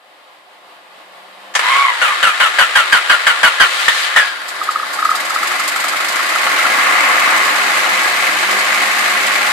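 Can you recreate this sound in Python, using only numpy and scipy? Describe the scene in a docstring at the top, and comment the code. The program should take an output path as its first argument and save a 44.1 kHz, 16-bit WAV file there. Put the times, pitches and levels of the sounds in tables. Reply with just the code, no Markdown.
"""Outdoors, a small stereo microphone above the open bay of a four-cylinder petrol engine.
A faint rush swells, then the solenoid clacks and the starter gears whine and gnash at every compression.
The engine catches, stumbles with short knocks, flares up and settles to a fast idle, each firing a
burst of hiss and clatter. The raised bonnet adds a short echo; the loudest blows clip the microphone."""
import sys
import numpy as np
from scipy import signal
from scipy.fft import rfft, irfft, next_fast_len
from scipy.io import wavfile
from scipy.ndimage import map_coordinates

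SR = 44100
rng = np.random.default_rng(int(sys.argv[2]) if len(sys.argv) > 2 else 0)


def to_wav(sig):
    """Store sig (one row per channel, or 1-D mono) as 16-bit WAV at the path in sys.argv[1].

    Samples outside -1..1 are clipped; the rate is SR.
    """
    pcm = np.clip(np.atleast_2d(sig), -1, 1) * 32767
    pcm = np.round(pcm).astype(np.int16)
    wavfile.write(sys.argv[1], SR, pcm.T)  # frames by channels


N = 419832

TIME = np.arange(N) / SR
KEY_ON_S, KEY_OFF_S = 1.555, 4.283
# Gear teeth striking each other. Each row: frequency in Hz, level in dB.
GNASH_SPECTRUM = [(120, -57), (200, -29), (409, -31), (516, -20), (868, -12.5), (932, -11), (1410, -4.5),
                  (1710, -6), (2730, -13), (2980, -8.5), (3380, -14.5), (5380, -27.5), (8420, -24.5),
                  (13200, -36), (14400, -39)]
# Where the starter sits between the channels. Each row: frequency in Hz, left over right in dB.
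STARTER_BALANCE = [(200, 4), (680, -0.5), (1240, -0.5), (2270, 5), (4160, 2.5), (7600, -5), (14000, -1.5)]


def amp(db):
    """Decibels to gain."""
    return 10 ** (np.asarray(db) / 20)


def unit(x):
    """Scaled to rms 1."""
    return x / np.sqrt(np.mean(x ** 2) + 1e-20)


def along(points, hz):
    """(Hz, value) points read on a log axis."""
    f, v = np.transpose(points)
    return np.interp(np.log(hz + 1), np.log(f + 1), v)


def curves(rows):
    """One value per sample for each column after the time."""
    s, *cols = np.transpose(rows)
    return [np.interp(TIME, s, c) for c in cols]


def wobble(rate):
    """A smooth random curve with rate knots a second."""
    return map_coordinates(rng.standard_normal(int(N * rate / SR) + 4), [TIME * rate])


def held(start, stop, rise, t60):
    """An envelope that rises from start, holds until stop and dies away."""
    return (1 - np.exp(-np.maximum(TIME - start, 0) / rise)) * amp(-60 * np.maximum(TIME - stop, 0) / t60)


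def filtered(x, response):
    """x times a response of frequency."""
    size = next_fast_len(N + 8192)
    return irfft(rfft(x, size) * response(np.fft.rfftfreq(size, 1 / SR)), size)[..., :N]


def rush(spectrum, side, drive=1):
    """Stereo noise at rms 1, stirred by a drive, coloured by a spectrum and the bay's resonances."""
    # Air pockets, castings and covers. Each row: centre in Hz, width in Hz, boost in dB.
    bay_modes = [(222, 17, 2.5), (302, 33, 6), (385, 20, 6.5), (522, 26, 8.5), (633, 62, 5.5),
                 (728, 31, 4.5), (850, 21, 7.5), (1062, 75, 4.5), (1183, 68, 4), (1290, 20, 0.5),
                 (1395, 39, 5), (1571, 28, 1.5), (1778, 47, 7.5), (1976, 150, 3.5), (2165, 35, 2),
                 (2910, 100, 1.5), (3100, 53, 3.5), (3750, 280, 1.5), (4090, 260, 1)]
    # How alike the channels are. Each row: frequency in Hz, correlation from 0 to 1.
    channel_likeness = [(100, 0.25), (280, 0.69), (620, 0.84), (1350, 0.11), (2900, 0.11), (6400, 0.079),
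                        (14000, 0)]
    boost = lambda hz: sum(db / (1 + (2 * (hz - centre) / width) ** 2) for centre, width, db in bay_modes)
    turn = lambda hz: np.arccos(np.clip(along(channel_likeness, hz), -1, 1)) / 2
    shares = lambda hz: np.array([np.cos(turn(hz)), np.sin(turn(hz))])
    stirred = drive * rng.standard_normal((2, N))
    mid, wide = filtered(stirred, lambda hz: amp(along(spectrum, hz) + boost(hz)) * shares(hz))
    left_right = np.array([mid + wide, mid - wide])
    return unit(filtered(left_right, lambda hz: amp(np.outer([.5, -.5], along(side, hz)))))


def bonnet(x, t60, wet_db):
    """The raised bonnet and the yard walls add a short, dense echo, mostly above the bass."""
    t = np.arange(SR // 4) / SR
    tail = rng.standard_normal((2, len(t))) * amp(-60 * t / t60) * (t > .002)
    echo = signal.fftconvolve(x, tail / np.linalg.norm(tail[0]), axes=1)[:, :N]
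    echo = filtered(echo, lambda hz: hz ** 2 / (hz ** 2 + 600 ** 2))
    return (x + amp(wet_db) * echo) / np.sqrt(1 + amp(wet_db) ** 2)


def outdoors():
    """A faint rush swells until the key turns, and a low drone comes and goes."""
    # The open air. Each row: frequency in Hz, level in dB.
    air_spectrum = [(60, -15), (130, -10.5), (190, -14), (330, -8), (400, -6.5), (550, -1.5), (900, 1.5),
                    (1400, -2.5), (2100, -4.5), (2600, -4.5), (3600, -7.5), (4800, -12.5), (6000, -22),
                    (8000, -19), (14000, -25.5)]
    # The drone. Each row: time in seconds, pitch in Hz, level in dB.
    drone_path = [(.4, 176, -86), (1.0, 185, -61), (1.5, 198, -54), (2.2, 198, -83)]
    air_db = -45 + 5 * np.minimum(TIME, KEY_ON_S) + 0.8 * wobble(13)
    drone_hz, drone_db = curves(drone_path)
    drone = np.sin(2 * np.pi * np.cumsum(drone_hz + 5 * wobble(26.2)) / SR)
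    return amp(air_db) * rush(air_spectrum, side=[(1000, 0.7)]) + amp(drone_db) * drone


def mesh(tooth_hz, slop, second_db, third_db):
    """Meshing teeth whine in three harmonics; backlash makes their rate and force unsteady."""
    phase = 2 * np.pi * np.cumsum(tooth_hz * (1 + slop * wobble(500))) / SR
    pinion = np.sin(phase / 9)  # nine teeth, slightly off centre: grinding sidebands
    phase = phase + 0.58 * np.array([wobble(60), wobble(60)])  # each channel has its own phase
    partials = sum(amp(db) * np.sin(k * phase) for k, db in enumerate([0, second_db, third_db], 1))
    whine = partials * amp(3 * wobble(300) + 3.5 * pinion)
    # Each row: frequency in Hz, gain in dB.
    housing = [(700, -9), (1100, -1.0), (1600, 0), (2300, 0.5),
               (3100, 0), (3500, -7), (4700, 5.5), (5500, -11)]
    return unit(filtered(whine, lambda hz: amp(along(housing, hz))))


def solenoid():
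    """The plunger hits home and the pinion bites the ring gear."""
    # Each row: start in seconds, level in dB, share of hard contact from 0 to 1, t60 in seconds.
    solenoid_clacks = [(1.539, -25, 1, 0.13), (1.551, -4.5, 0.75, 0.11), (1.563, -4.5, 0, 0.017),
                       (1.592, -1, 0.1, 0.035)]
    # Hard contact. Each row: frequency in Hz, level in dB.
    contact_spectrum = [(150, -55), (700, 3), (2000, 8), (4000, 0.5), (7500, -0.5), (10000, -9),
                        (14500, -27)]
    hard, dull = rush(contact_spectrum, STARTER_BALANCE), rush(GNASH_SPECTRUM, STARTER_BALANCE)
    out = np.zeros((2, N))
    for start, db, share, t60 in solenoid_clacks:
        age = np.maximum(TIME - start, 0)
        level = amp(db - 60 * age / t60) * (1 - np.exp(-age / 0.00082))
        out += level * (share * hard + (1 - share) * dull)
    return out


def starter():
    """The motor winds up with a whine; its gears churn, rasp as the engine outruns them, and run out."""
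    # The gears under load, then running free. Each row: frequency in Hz, level in dB.
    churn_spectrum = [(71, -80), (120, -76), (284, -24.5), (508, -16), (805, -10.5), (1410, 0.5),
                      (1530, -1.5), (2060, -2), (2520, -5), (4080, -9), (6090, -21), (7430, -18),
                      (10700, -25), (13000, -31), (14400, -46)]
    rasp_spectrum = [(300, -33), (480, -20), (640, -13), (850, -22), (1300, -5), (2000, 2), (3000, 2),
                     (4100, 1.5), (5800, -7.5), (8000, -7.5), (13000, -17.5), (14500, -30)]
    # Wind-up, until the first compression drags it down. Each row: time in seconds, tooth rate in Hz.
    windup_path = [(1.59, 850), (1.66, 990), (1.72, 1070), (1.81, 1125), (1.87, 1060), (1.92, 970),
                   (2.0, 936)]
    cranking = amp(-18) * held(KEY_ON_S, KEY_OFF_S, rise=0.24, t60=0.39)
    surge = amp(-14.5) * held(KEY_ON_S, 1.787, rise=0.051, t60=0.63)  # the inrush of current
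    coasting = amp(-27.5) * held(KEY_ON_S, 4.9, rise=0.051, t60=0.84)  # the armature runs out
    churn = rush(churn_spectrum, STARTER_BALANCE, amp(1.74 * wobble(500)))
    churn *= np.sqrt(cranking ** 2 + surge ** 2 + coasting ** 2)
    rasp = rush(rasp_spectrum, STARTER_BALANCE, amp(1.57 * wobble(500)))
    rasp *= amp(-19) * held(3.57, 4.05, rise=0.12, t60=0.24)
    tooth_hz, = curves(windup_path)
    whine = mesh(tooth_hz, slop=0.0398, second_db=-5.0, third_db=-14)
    whine *= amp(-13.5) * held(1.6, 1.893, rise=0.065, t60=0.35)
    return churn + rasp + whine


def overrun():
    """Thrown ahead by the engine, the unloaded gears sing on and slowly sink in pitch."""
    # Each row: start in seconds, tooth rate in Hz, level in dB, t60 in seconds.
    gear_throws = [(3.89, 1815, -12, .3), (4.205, 1678, -15.5, .55)]
    sag_hz_per_s = 500
    level, tooth_hz = np.zeros(N), np.full(N, float(gear_throws[0][1]))
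    for start, hz, db, t60 in gear_throws:
        level += amp(db) * held(start, start, rise=.006, t60=t60)
        tooth_hz = np.where(TIME > start, hz - sag_hz_per_s * np.minimum(TIME - start, t60), tooth_hz)
    return level * mesh(tooth_hz, slop=0.0248, second_db=-10, third_db=-14)


def gnashing():
    """Past each compression the crank leaps; the teeth rattle and sag in pitch under the next piston."""
    # Each row: start in seconds, level in dB, tooth rate in Hz, length in seconds.
    crank_kicks = [(2.015, -13.5, 1487, 0.11), (2.227, -9, 1545, 0.071), (2.4, -9.5, 1610, 0.075),
                   (2.585, -6.5, 1614, 0.055), (2.753, -7, 1628, 0.055), (2.923, -8.5, 1630, 0.056),
                   (3.095, -8, 1647, 0.051), (3.266, -9, 1657, 0.049), (3.43, -6, 1653, 0.054),
                   (3.599, -6.5, 1649, 0.051), (3.88, -4.5, 1872, 0.01), (4.161, -6.5, 1947, 0.043)]
    droop_db, release_db_per_s, sag_share, sag_s = 5, 400, .26, .075
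    force, slam, tooth_hz = np.zeros(N), np.zeros(N), np.full(N, float(crank_kicks[0][2]))
    age = TIME[:SR // 3]
    for start, db, hz, length in crank_kicks:
        span = slice(round(start * SR), round(start * SR) + len(age))
        fade_db = -droop_db * age / length - release_db_per_s * np.maximum(age - 0.96 * length, 0)
        force[span] += amp(db + fade_db) * (1 - np.exp(-age / 0.0017))
        slam[span] += amp(-8) * (1 - np.exp(-age / 0.0021)) * np.exp(-age / 0.0062)  # backlash closes
        tooth_hz[span] = hz * (1 - sag_share * np.tanh(age / sag_s))
    rattle = rush(GNASH_SPECTRUM, STARTER_BALANCE, amp(1.8 * wobble(260)))
    whine = mesh(tooth_hz, slop=0.0278, second_db=-8.5, third_db=-19)
    return (amp(0.5) * force + slam) * rattle + amp(1) * force * whine


def firings():
    """The engine stumbles, picks up, flares and settles: firings a second, and their count so far."""
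    # Each row: time in seconds, firings a second.
    engine_speed = [(4.42, 13.73), (4.85, 12.8), (5.0, 17.86), (5.5, 24.4), (6.0, 24.4), (6.4, 34),
                    (6.9, 70), (7.1, 75), (7.3, 72.5), (7.7, 54), (8.1, 46.5), (8.7, 52.5), (9.52, 55.5)]
    rate, = curves(engine_speed)
    return rate, np.cumsum(rate * (TIME > engine_speed[0][0])) / SR


def light_knocks():
    """About four firings in ten knock lightly during the pick-up: time in seconds, peak in dB."""
    peak_db, scatter_db = -12, 3
    times = TIME[1:][np.diff(np.floor(firings()[1])) > 0]
    return [(s, peak_db + scatter_db * (2 * size - 1))
            for s, (luck, size) in zip(times, rng.random((len(times), 2)))
            if 5.5 < s < 6.35 and luck < .4]


def knocks():
    """Each knock is a few cycles of one resonance that swell and die, with a faint bonnet echo."""
    # The stumbling engine. Each row: time in seconds, peak in dB.
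    loud_knocks = [(4.617, -7.5), (4.692, -2.5), (4.761, -4.5), (4.801, -10), (4.833, -11), (4.992, -8),
                   (5.029, -4), (5.056, -0.5), (5.094, -3.5), (5.117, -2), (5.151, -9), (5.308, -8.5),
                   (5.363, -4.5), (5.434, -8), (5.604, -13), (5.938, -9), (6.362, -8.5), (6.473, -8),
                   (6.593, -7), (6.656, -6)]
    first_hz, drift_hz_per_s = 1244, 46
    out, t = np.zeros((2, N)), np.arange(-SR // 50, SR // 25) / SR
    shape = np.exp(-(t / 0.0027) ** 2) + amp(-12.5) * np.exp(-((t - .011) / 0.0056) ** 2)
    for s, db in loud_knocks + light_knocks():
        hz = first_hz + drift_hz_per_s * (s - loud_knocks[0][0])
        phase = 2 * np.pi * (hz * t + rng.random())
        start = round((s + t[0]) * SR)
        out[:, start:start + len(t)] += amp(db) * shape * np.sin([phase, phase + .5])
    return out


def bursts(firing, rate, lead, rise, decay):
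    """One swell and decay per firing, lead cycles early; cylinders differ and combustion is uneven."""
    # Strength of each cylinder in dB, in firing order.
    cylinder_db = [0.63, 0.45, 0.00052, 0.93]
    number = np.floor(firing + lead).astype(int)
    age = (firing + lead - number) / rate
    size = amp(np.take(cylinder_db, number, mode="wrap") + 3 * rng.standard_normal(1000)[number])
    return size * (1 - np.exp(-age / rise)) * np.exp(-age / decay) * (number > 0)


def driven(rate, load, full_db, knee, steepness, load_db):
    """Gain of an engine layer: it grows with speed up to a knee in firings a second, and shifts with load."""
    return amp(full_db + load_db * load) / np.sqrt(1 + (knee / rate) ** (2 * steepness))


def shaking_hum(rate, firing, load):
    """The engine's shaking grows with speed and evens out under load."""
    # Each row: multiple of the firing rate, level in dB.
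    hum_orders = [(3, -8.5), (4, 2.5), (5, -30), (7, -0.5), (8, -1.5), (10, 1), (15, 5.5), (35, 9)]
    out = np.zeros(N)
    for k, db in hum_orders:
        level = amp(db + 3.1 * wobble(14)) / (1 + (170 / (k * rate)) ** 6)  # bass radiates poorly
        out += level * np.sin(2 * np.pi * k * firing + .5 * wobble(30))
    return amp(-39.5) * np.minimum(rate / 50, 1) ** 2 * amp(-2.5 * load) * out


def engine():
    """Every firing brings a gasp of hiss and a burst of clatter from block and valves, over a hum."""
    # Hiss, intake, block, valves and loose covers. Each row: frequency in Hz, level in dB.
    hiss_spectrum = [(800, -29), (2000, -27), (3200, 6), (4800, 7.5), (5800, -3.5), (7600, -2.5),
                     (9500, -3), (12500, -4), (14500, -26)]
    intake_spectrum = [(1500, -28), (3200, 0.5), (4200, 1.5), (5000, 6), (5800, -4), (6800, 2.5),
                       (7900, 4.5), (9500, -4.5), (12000, -2.5), (14500, -13.5)]
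    block_spectrum = [(60, -45), (120, -36), (170, -18), (280, -13.5), (450, -14), (620, -7.5), (900, -4),
                      (1150, 0), (1600, 1.5), (2100, -4.5), (3000, -21.5), (8000, -51)]
    valve_spectrum = [(300, -34.5), (1000, -20.5), (1600, -12), (2100, 1.5), (2700, -4.5), (3400, -11.5),
                      (4200, -11.5), (5000, -19), (6000, -17), (14000, -29)]
    cover_spectrum = [(500, -45), (850, -17), (1080, 3), (1300, 3), (1700, -13), (2100, 6), (2600, -9),
                      (3000, -7), (4000, -40)]
    # Where the engine sits between the channels. Each row: frequency in Hz, left over right in dB.
    engine_balance = [(200, 2), (400, -.5), (1240, 0), (2270, 1.5), (4160, 3.5), (7600, -9), (14000, -1)]
    # How hard it pulls. Each row: time in seconds, load from 0 to 1.
    load_path = [(4.45, 0), (5.05, 0.3), (6.3, 0.62), (6.75, 1), (7.2, 0.9), (7.7, 0.76), (8.4, 0.43)]
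    # Firings that fail or overshoot. Each row: time in seconds, dB against a normal firing.
    odd_firings = [(4.57, -25), (4.645, 0.5), (4.72, 0), (4.791, -20), (4.87, -13), (4.94, 3)]
    rate, firing = firings()
    load, = curves(load_path)
    strength = amp(sum(db * ((TIME > s - .02) & (TIME < s + .05)) for s, db in odd_firings))
    depth = np.clip((25 / rate) ** 0.62, 0, 1.4)  # the bursts run together at high speed
    cam = 1 + 0.025 * np.cos(np.pi / 2 * (firing - 2.9))  # one swell per turn of the camshafts
    gasps = depth * bursts(firing, rate, lead=0.16, rise=0.005, decay=0.012)
    ticks = np.sqrt(depth) * strength * bursts(firing, rate, lead=0.13, rise=0.002, decay=0.0047)
    ticking = cam * (1 + 0.54 * ticks)
    hiss = rush(hiss_spectrum, engine_balance, cam * (1 + 0.51 * gasps) * amp(0.71 * wobble(900)))
    hiss *= driven(rate, load, full_db=-28, knee=15.5, steepness=2.1, load_db=-0.8)
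    intake = strength * gasps * rush(intake_spectrum, side=[(3000, -3), (7600, -3.5), (13000, -6)])
    intake *= driven(rate, load, full_db=-14.5, knee=23.5, steepness=1.2, load_db=-1)
    block = rush(block_spectrum, engine_balance, ticking * amp(1.66 * wobble(350)))
    block *= driven(rate, load, full_db=-18, knee=27.5, steepness=1, load_db=4.5)
    valves = rush(valve_spectrum, engine_balance, ticking * amp(1.94 * wobble(700)))
    valves *= driven(rate, load, full_db=-16.5, knee=27.5, steepness=3, load_db=-0.5)
    buzz = rush(cover_spectrum, engine_balance, ticking * amp(1.9 * wobble(300)))
    buzz *= amp(-16.5) * np.clip((rate - 56) / 16, 0, 1)  # loose covers, only near the top of the flare
    running = np.clip((TIME - 4.15) / 0.51, 0, 1)
    return running * (block + valves + buzz + hiss + intake + shaking_hum(rate, firing, load))


def scene():
    """Everything in and around the bay, heard from above; the starter's blows echo most."""
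    blows = bonnet(solenoid() + gnashing(), t60=0.08, wet_db=-4) + knocks()
    return blows + bonnet(outdoors() + starter() + overrun() + engine(), t60=0.087, wet_db=-7.5)


def record(dry):
    """The small microphone is deaf to bass, clips on the loudest blows and loses the highest treble."""
    bass_hz, top_hz, clip_level = 135, 14550, 1.02
    gentle_cut = lambda hz: (1j * hz / (bass_hz + 1j * hz)) ** 2
    thin = filtered(dry, lambda hz: gentle_cut(hz) / np.sqrt(1 + (bass_hz / (hz + 1)) ** 12))
    clipped = thin / (1 + np.abs(thin / clip_level) ** 14) ** (1 / 14)
    return filtered(clipped, lambda hz: hz < top_hz)


dry = scene()
out = record(dry)
to_wav(out)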